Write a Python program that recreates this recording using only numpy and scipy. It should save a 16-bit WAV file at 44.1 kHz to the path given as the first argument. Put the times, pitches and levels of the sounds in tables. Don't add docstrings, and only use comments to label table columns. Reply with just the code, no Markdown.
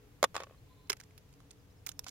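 import sys
import numpy as np
from scipy import signal
from scipy.fft import rfft, irfft
from scipy.io import wavfile
from scipy.ndimage import uniform_filter1d

SR = 44100
rng = np.random.default_rng(int(sys.argv[2]) if len(sys.argv) > 2 else 0)


def to_linear_factor(level_db):
    exponent = np.asarray(level_db, float) / 20
    return 10 ** exponent


def master(y):
    cut = np.clip(np.atleast_2d(y).T, -1, 1)
    pcm = np.round(cut * 32767)
    wavfile.write(sys.argv[1], SR, pcm.astype(np.int16))


N = 92610
HZ = np.fft.rfftfreq(N, 1 / SR)
BOTH_SIDES = np.array([[1], [-1]])


def curve(table, hz):
    table = np.array(table)
    return np.interp(np.log(np.maximum(hz, 1)), np.log(table[:, 0]), table[:, 1])


def ring(modes, phase=0., size=3000):
    hz, db, t60 = np.array(modes, float).T[:, :, None]
    t = np.arange(size) / SR
    decay = np.exp(-np.log(1000) * t / t60)
    return (to_linear_factor(db) * np.sin(2 * np.pi * hz * t + phase) * decay).sum(0)


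def push(size):
    contact_s = 0.00021
    return 1 - np.exp(-np.arange(size) / SR / contact_s)


def walk(rate_hz):
    k = int(SR / rate_hz)
    steps = np.repeat(rng.standard_normal(N // k + 1), k)
    w = uniform_filter1d(uniform_filter1d(steps, k), k)[:N]
    return w / w.std()


def bell(centre_hz, width_hz):
    return np.exp(-.5 * ((HZ - centre_hz) / width_hz) ** 2)


def band(shape):
    x = irfft(rfft(rng.standard_normal((2, N))) * shape, N)
    return x / x.std()


def add(out, start_s, x):
    i = int(start_s * SR)
    out[:, i:i + x.shape[1]] += x[:, :N - i]


def peak(x, db):
    return x * to_linear_factor(db) / np.abs(x).max()


def pair(shape):
    alike = .93 / (1 + (HZ / 580) ** 2)
    mid, side = rfft(rng.standard_normal((2, N))) * shape * np.sqrt([1 + alike, 1 - alike])
    left = (mid + side) * to_linear_factor(0.757 * alike)
    right = (mid - side) / to_linear_factor(0.78 * alike)
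    return irfft(np.array([left, right]), N)


# pitch_hz, level_db (per Hz)
AIR_SPECTRUM = [(20, -15), (100, -4), (200, -13.5), (330, -18.5), (800, -23.5), (2500, -33), (7000, -34.5),
                (8200, -39), (16500, -36)]
# pitch_hz, width_hz, level_db
ENGINE_DRONES = [(80.74, 28, -66.5), (130.6, 9.9, -69.5), (168.3, 4.8, -74), (284, 11, -76), (428, 12, -77),
                 (470, 29, -78.5)]


def air():
    out, top_hz, level_db = 0, 15900, -63.5
    for centre in 22 * 2 ** np.arange(0, 10.):
        octave = np.cos(np.pi / 2 * np.log2(np.maximum(HZ, 1) / centre).clip(-1, 1))
        shape = octave * (HZ < top_hz) * to_linear_factor(curve(AIR_SPECTRUM, HZ))
        out = out + pair(shape) * to_linear_factor(0.54 * walk(2.97))
    out = out * to_linear_factor(level_db) / out.mean(0).std()
    for hz, width_hz, db in ENGINE_DRONES:
        drone = pair(bell(hz, width_hz))
        out = out + drone * to_linear_factor(db + 1.83 * walk(3.42)) / drone.mean(0).std()
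    return out


# time_s, level_db
LEAF_SWELL = [
    (0.0, -74.5),
    (1.98, -80),
    (2.1, -93),
]


def leaves():
    hump_hz, width_octaves = 2200, 0.67
    rustle = band(np.exp(-.5 * (np.log2(np.maximum(HZ, 1) / hump_hz) / width_octaves) ** 2))
    swell_db = np.interp(np.arange(N) / SR, *np.array(LEAF_SWELL).T)
    return rustle * to_linear_factor(swell_db - 0.5)


# pitch_hz, level_db, t60_s
SHELL_MODES = [(2100, -8, 0.0055), (2500, -4, 0.015), (3220, -4, 0.00491), (3770, -2.5, 0.00367),
               (4592, -4.5, 0.0012), (5300, 3, 0.0034), (6000, -3.5, 0.0045), (7070, 3.5, 0.0044),
               (7650, -7.5, 0.004), (8950, 4, 0.0058), (10160, 3, 0.0033), (11500, 3, 0.003),
               (13500, -4, 0.0062), (15140, -6.5, 0.00505)]


def snaps(burst_s, tilt_db):
    t = np.arange(800) / SR
    loudness_db = 8.5 * rng.standard_normal(800).clip(-2, 1.5)
    size = rng.standard_normal(800) * to_linear_factor(loudness_db) * (rng.random(800) < 0.27)
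    size[0] = 5
    grit = 0.086 * np.exp(-t / 0.0026)
    burst = size * (np.exp(-(t / max(burst_s, .0002)) ** 2) + grit)
    modes = np.array(SHELL_MODES, float)
    modes[:, 0] *= 1 + .05 * rng.standard_normal(len(modes))
    octaves = np.log2(modes[:, 0] / modes[0, 0])
    modes[:, 1] += 4 * rng.standard_normal(len(modes)) + tilt_db * octaves
    turn = (1 + 0.33 * rng.standard_normal((len(modes), 1))) * -.5 * np.pi / 2
    return np.array([np.convolve(burst, ring(modes, p, size=700)) for p in (turn, -turn)])


# pitch_hz, level_db, t60_s
BUCKET_MODES = [(534,0.5,0.027),(1106.4,1.5,0.024),(1785,-9.5,0.019),(2068,-18,0.023),(2538,-8.5,0.019),(2990,-18,0.027),(3210,-12.5,0.0092),(3660,-17.5,0.029),(782,-8.5,0.015),(407,-10.5,0.011),(635,-6.5,0.026),(926,-5,0.015),(1450,-11.5,0.016)]
# start_s, peak_db, deep_modes_db, rattle_db
BOUNCES = [(0.2289,-8.5,8,-2),(0.2318,-25,-9,6.5),(.2410,-6,-8.5,-8),(.2450,-16.5,8,3.5),(.3447,-33,-2,-1),(0.3539,-23.5,-10.5,-4.5),(0.3651,-20,-7.5,1.5),(0.3788,-33,-17,-2.5),(.3950,-42,0,0),(.4030,-28,0.5,-7.5),(.4052,-33.5,-22,1),(.4180,-36.5,-1,-15),(0.4235,-33.5,-1.5,-23.5),(.4350,-33,-10,-2),(0.441,-38,-1,-6),(.4695,-40.5,4,-30),(0.4971,-46.5,0,-30),(0.5092,-44,10,-32),(0.5231,-52.5,-7,-28),(.535,-55.5,-4,-26),(0.546,-54,-27,-24)]


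def drops():
    out = np.zeros((2, N))
    rocking, thud = (159.5, -7, 0.041), (300, -20.5, 0.014)
    for start_s, db, deep_db, rattle_db in BOUNCES:
        modes = np.array(BUCKET_MODES + [rocking, thud])
        modes[[0, -6, -5, -2, -1], 1] += deep_db - 2.5
        modes[:, 0] *= 1 + 0.029 * rng.standard_normal(len(modes))
        modes[2:, 1] += 3 * rng.standard_normal(len(modes) - 2)
        turn = 0.32 * rng.standard_normal((2, len(modes), 1)) * modes[:, :1] / 1100
        wall = -np.array([ring(modes, p) * push(3000) for p in turn])
        add(out, start_s, peak(wall, db))
        add(out, start_s, peak(snaps(0.002, -0.5), db + rattle_db))
    return out


# start_s, length_s, rms_db, tilt_db (per octave)
GRINDING = [(.2395, 0.003, -35, 11), (0.346, 0.052, -48, -13), (0.388, 0.066, -55.5, -18),
            (0.872, 0.0062, -72.5, -0.5), (0.8967, 0.012, -41.5, -5.5), (0.917, 0.0082, -50.5, -5),
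            (0.9291, 0.011, -47.5, -24), (1.8642, 0.012, -40, 26), (1.882, 0.007, -57, 8.5),
            (1.904, 0.018, -71, -1), (2.037, .004, -68, 0), (2.053, 0.01, -72, -5),
            (2.065, 0.014, -50.5, -4.5), (2.08, 0.015, -53.5, 1.5), (2.091, 0.0085, -54.5, 5)]


def crunch():
    out = np.zeros((2, N))
    low_modes = [(1160, -14.5, 0.014), (1520, -2, 0.0056)]  # Hz, dB, t60 s
    for start_s, length_s, db, tilt_db in GRINDING:
        hit, loudness, chance = rng.standard_normal((3, int(length_s * SR)))
        grit = hit * to_linear_factor(1.5 * loudness) * (np.abs(chance) < .3)
        grit = grit * np.sin(np.pi * np.linspace(0, 1, len(grit)) ** 0.41).clip(0) ** .9
        modes = np.array(low_modes + SHELL_MODES) * [1, 1, 0.68]
        modes[:, 1] += tilt_db * np.log2(modes[:, 0] / 2000)
        turn = (1 + .3 * rng.standard_normal((len(modes), 1))) * -.5 * np.pi / 2
        x = np.array([np.convolve(grit, ring(modes, p, size=500)) for p in (turn, -turn)])
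        add(out, start_s, x * to_linear_factor(db) / x.std())
    return out


# start_s, length_s, from_hz, to_hz, level_db
CHIRPS = [
    (1.70, .02, 5050, 5450, -79),
    (1.72, .015, 5650, 6000, -80),
    (1.693, .027, 3900, 3950, -81),
    (1.765, .014, 5200, 5500, -81),
    (1.778, .02, 5500, 4750, -78),
    (.572, .025, 4150, 4150, -79),
    (1.964, .018, 5350, 5200, -80),
    (1.59, .03, 5500, 4300, -83),
    (1.57, .02, 3600, 3100, -83),
]


def birds():
    out = np.zeros((2, N))
    for start_s, length_s, from_hz, to_hz, db in CHIRPS:
        n = int(length_s * SR)
        phase = 2 * np.pi * np.cumsum(np.linspace(from_hz, to_hz, n)) / SR
        tone = np.sin(phase) * np.hanning(n) ** .5
        add(out, start_s, to_linear_factor(db) * 2 * np.array([tone, tone]))
    return out


# pitch_hz, width_hz, level_db
SQUEAK_PARTIALS = [(1020, 18, -77.5), (4030, 100, -81), (3620, 110, -84)]


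def squeak():
    start_s, length_s = .66, .25
    tone = sum(to_linear_factor(db) * band(bell(hz, width_hz))[0] for hz, width_hz, db in SQUEAK_PARTIALS)
    progress = ((np.arange(N) / SR - start_s) / length_s).clip(0, 1)
    return tone * np.sin(np.pi * progress).clip(0) ** .5 * to_linear_factor(3.4 * walk(29.6))


# start_s, peak_db, flake_hz, flake_db, burst_s
TEARING_CRACKS = [(0.8965,-35.5,2380,0,0.0026),(0.8983,-16.5,2130,-11,0.0022),(0.9009,-11.5,1050,-19,0.0026),(0.9029,-36.5,405,10,0.0029),(0.9041,-23.5,3100,-4,0.0025),(0.9084,-23,1470,-11.5,0.0012),(0.9192,-35,2230,3,0.0025),(0.9295,-21,2150,-10,0.0028),(0.9683,-40.5,2200,-27,0.0035),(1.0002,-36.5,1670,-8,0.0062),(1.004,-36.5,1930,-15,0.0038),(1.012,-37.5,1530,-8,0.0029),(1.036,-43.5,1910,-12,0.0042),(1.109,-58.5,2200,3.5,.004),(1.1783,-37,2500,-15.5,0.0071),(1.291,-53.5,8000,-27,0.0028),(1.3264,-49.5,2430,-11.5,0.0086),(1.339,-50.5,2500,-13,0.00308),(1.4039,-48.5,1102,-1.5,0.0051),(1.508,-36.5,3394,-12,0.0062),(1.5304,-52.5,2500,-17.5,0.0062)]
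# start_s, peak_db, flake_hz, flake_db, burst_s
THUMB_CRACKS = [(1.8529,-64,2480,4.5,0.0033),(1.8642,-38,2500,-15,0.0058),(1.867,-35.5,2200,-5,0.00067),(1.8693,-30.5,5350,-13.5,0.0011),(1.8695,-31,2260,-3,0.0063),(1.8779,-56,1220,8.5,0.0037),(1.8853,-41,1990,-20.5,0.0082),(1.8904,-25,1290,-36,0.0027),(1.8921,-23,1290,-24,0.0015),(1.896,-39,1380,-21,0.0039),(1.917,-33,2400,-17,0.0047),(1.9924,-22.5,950,-18.5,0.00092),(1.9933,-26,5300,-5,0.0031),(2.0430,-34.5,2410,-13,0.0026),(2.0660,-41,1080,3.5,0.0028),(2.0715,-44,6000,-5.5,0.003),(2.0788,-37,2900,-22,0.0013),(2.0835,-38,5300,-13,0.002),(2.0844,-31,3170,-9,0.0022),(2.0918,-34,6000,-6,.003)]


def cracks():
    out = np.zeros((2, N))
    for events, tilt_db in ((TEARING_CRACKS, 2), (THUMB_CRACKS, 7.5)):
        for start_s, db, hz, flake_db, burst_s in events:
            add(out, start_s, peak(snaps(burst_s, tilt_db), db))
            t60 = 0.004 * (1500 / hz) ** 1.55 + 0.0035
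            modes = [(hz, 0, t60), (hz * 0.655, -10, t60 * 0.69), (hz * 0.53, -5, t60 * 0.26)]
            flake = push(1500) * ring(modes, size=1500)
            add(out, start_s, peak(-np.array([flake, flake]), db + flake_db))
    return out


def scatter(hits):
    level_db, t60_s, top_hz = -18, 0.0349, 3500
    t = np.arange(4000) / SR
    tail = signal.lfilter(*signal.butter(1, top_hz, fs=SR), rng.standard_normal((2, 4000)))
    tail = tail * np.exp(-np.log(1000) * t / t60_s)
    tail = tail / np.sqrt((tail ** 2).sum(1, keepdims=True))
    return hits + to_linear_factor(level_db) * signal.fftconvolve(hits, tail, axes=1)[:, :N]


# pitch_hz, level_db
PHONE_COLOUR = [(300, -0.5), (2500, 0), (7000, 0.5), (8400, -5), (12500, -1.5), (14800, -3.5),
                (16500, -6.5)]
# pitch_hz, left_minus_right_db
LEFT_RIGHT = [(200, 0.5), (700, 2.5), (1300, -0.5), (2400, 3), (4400, -10.5), (6500, -10), (9500, -1),
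              (15000, -8.5)]


def microphones(hits):
    lag_s = .00001
    colour = to_linear_factor(curve(PHONE_COLOUR, HZ) + BOTH_SIDES * curve(LEFT_RIGHT, HZ) / 2)
    delay = np.exp(-1j * np.pi * HZ * lag_s * BOTH_SIDES)
    return irfft(rfft(hits) * colour * delay, N)


def scene():
    outdoors = air() + leaves() + birds() + squeak()
    hits = drops() + crunch() + cracks()
    hits = signal.sosfilt(signal.butter(2, 391, 'high', fs=SR, output='sos'), hits)
    return microphones(scatter(hits)) + outdoors


def top_cut(x):
    return signal.sosfilt(signal.butter(12, 16820, fs=SR, output="sos"), x)


def record(dry):
    top_hz = 16300
    mix = signal.sosfilt(signal.ellip(10, .3, 80, top_hz, fs=SR, output='sos'), dry)
    return top_cut(mix)


dry = scene()
out = record(dry)
master(out)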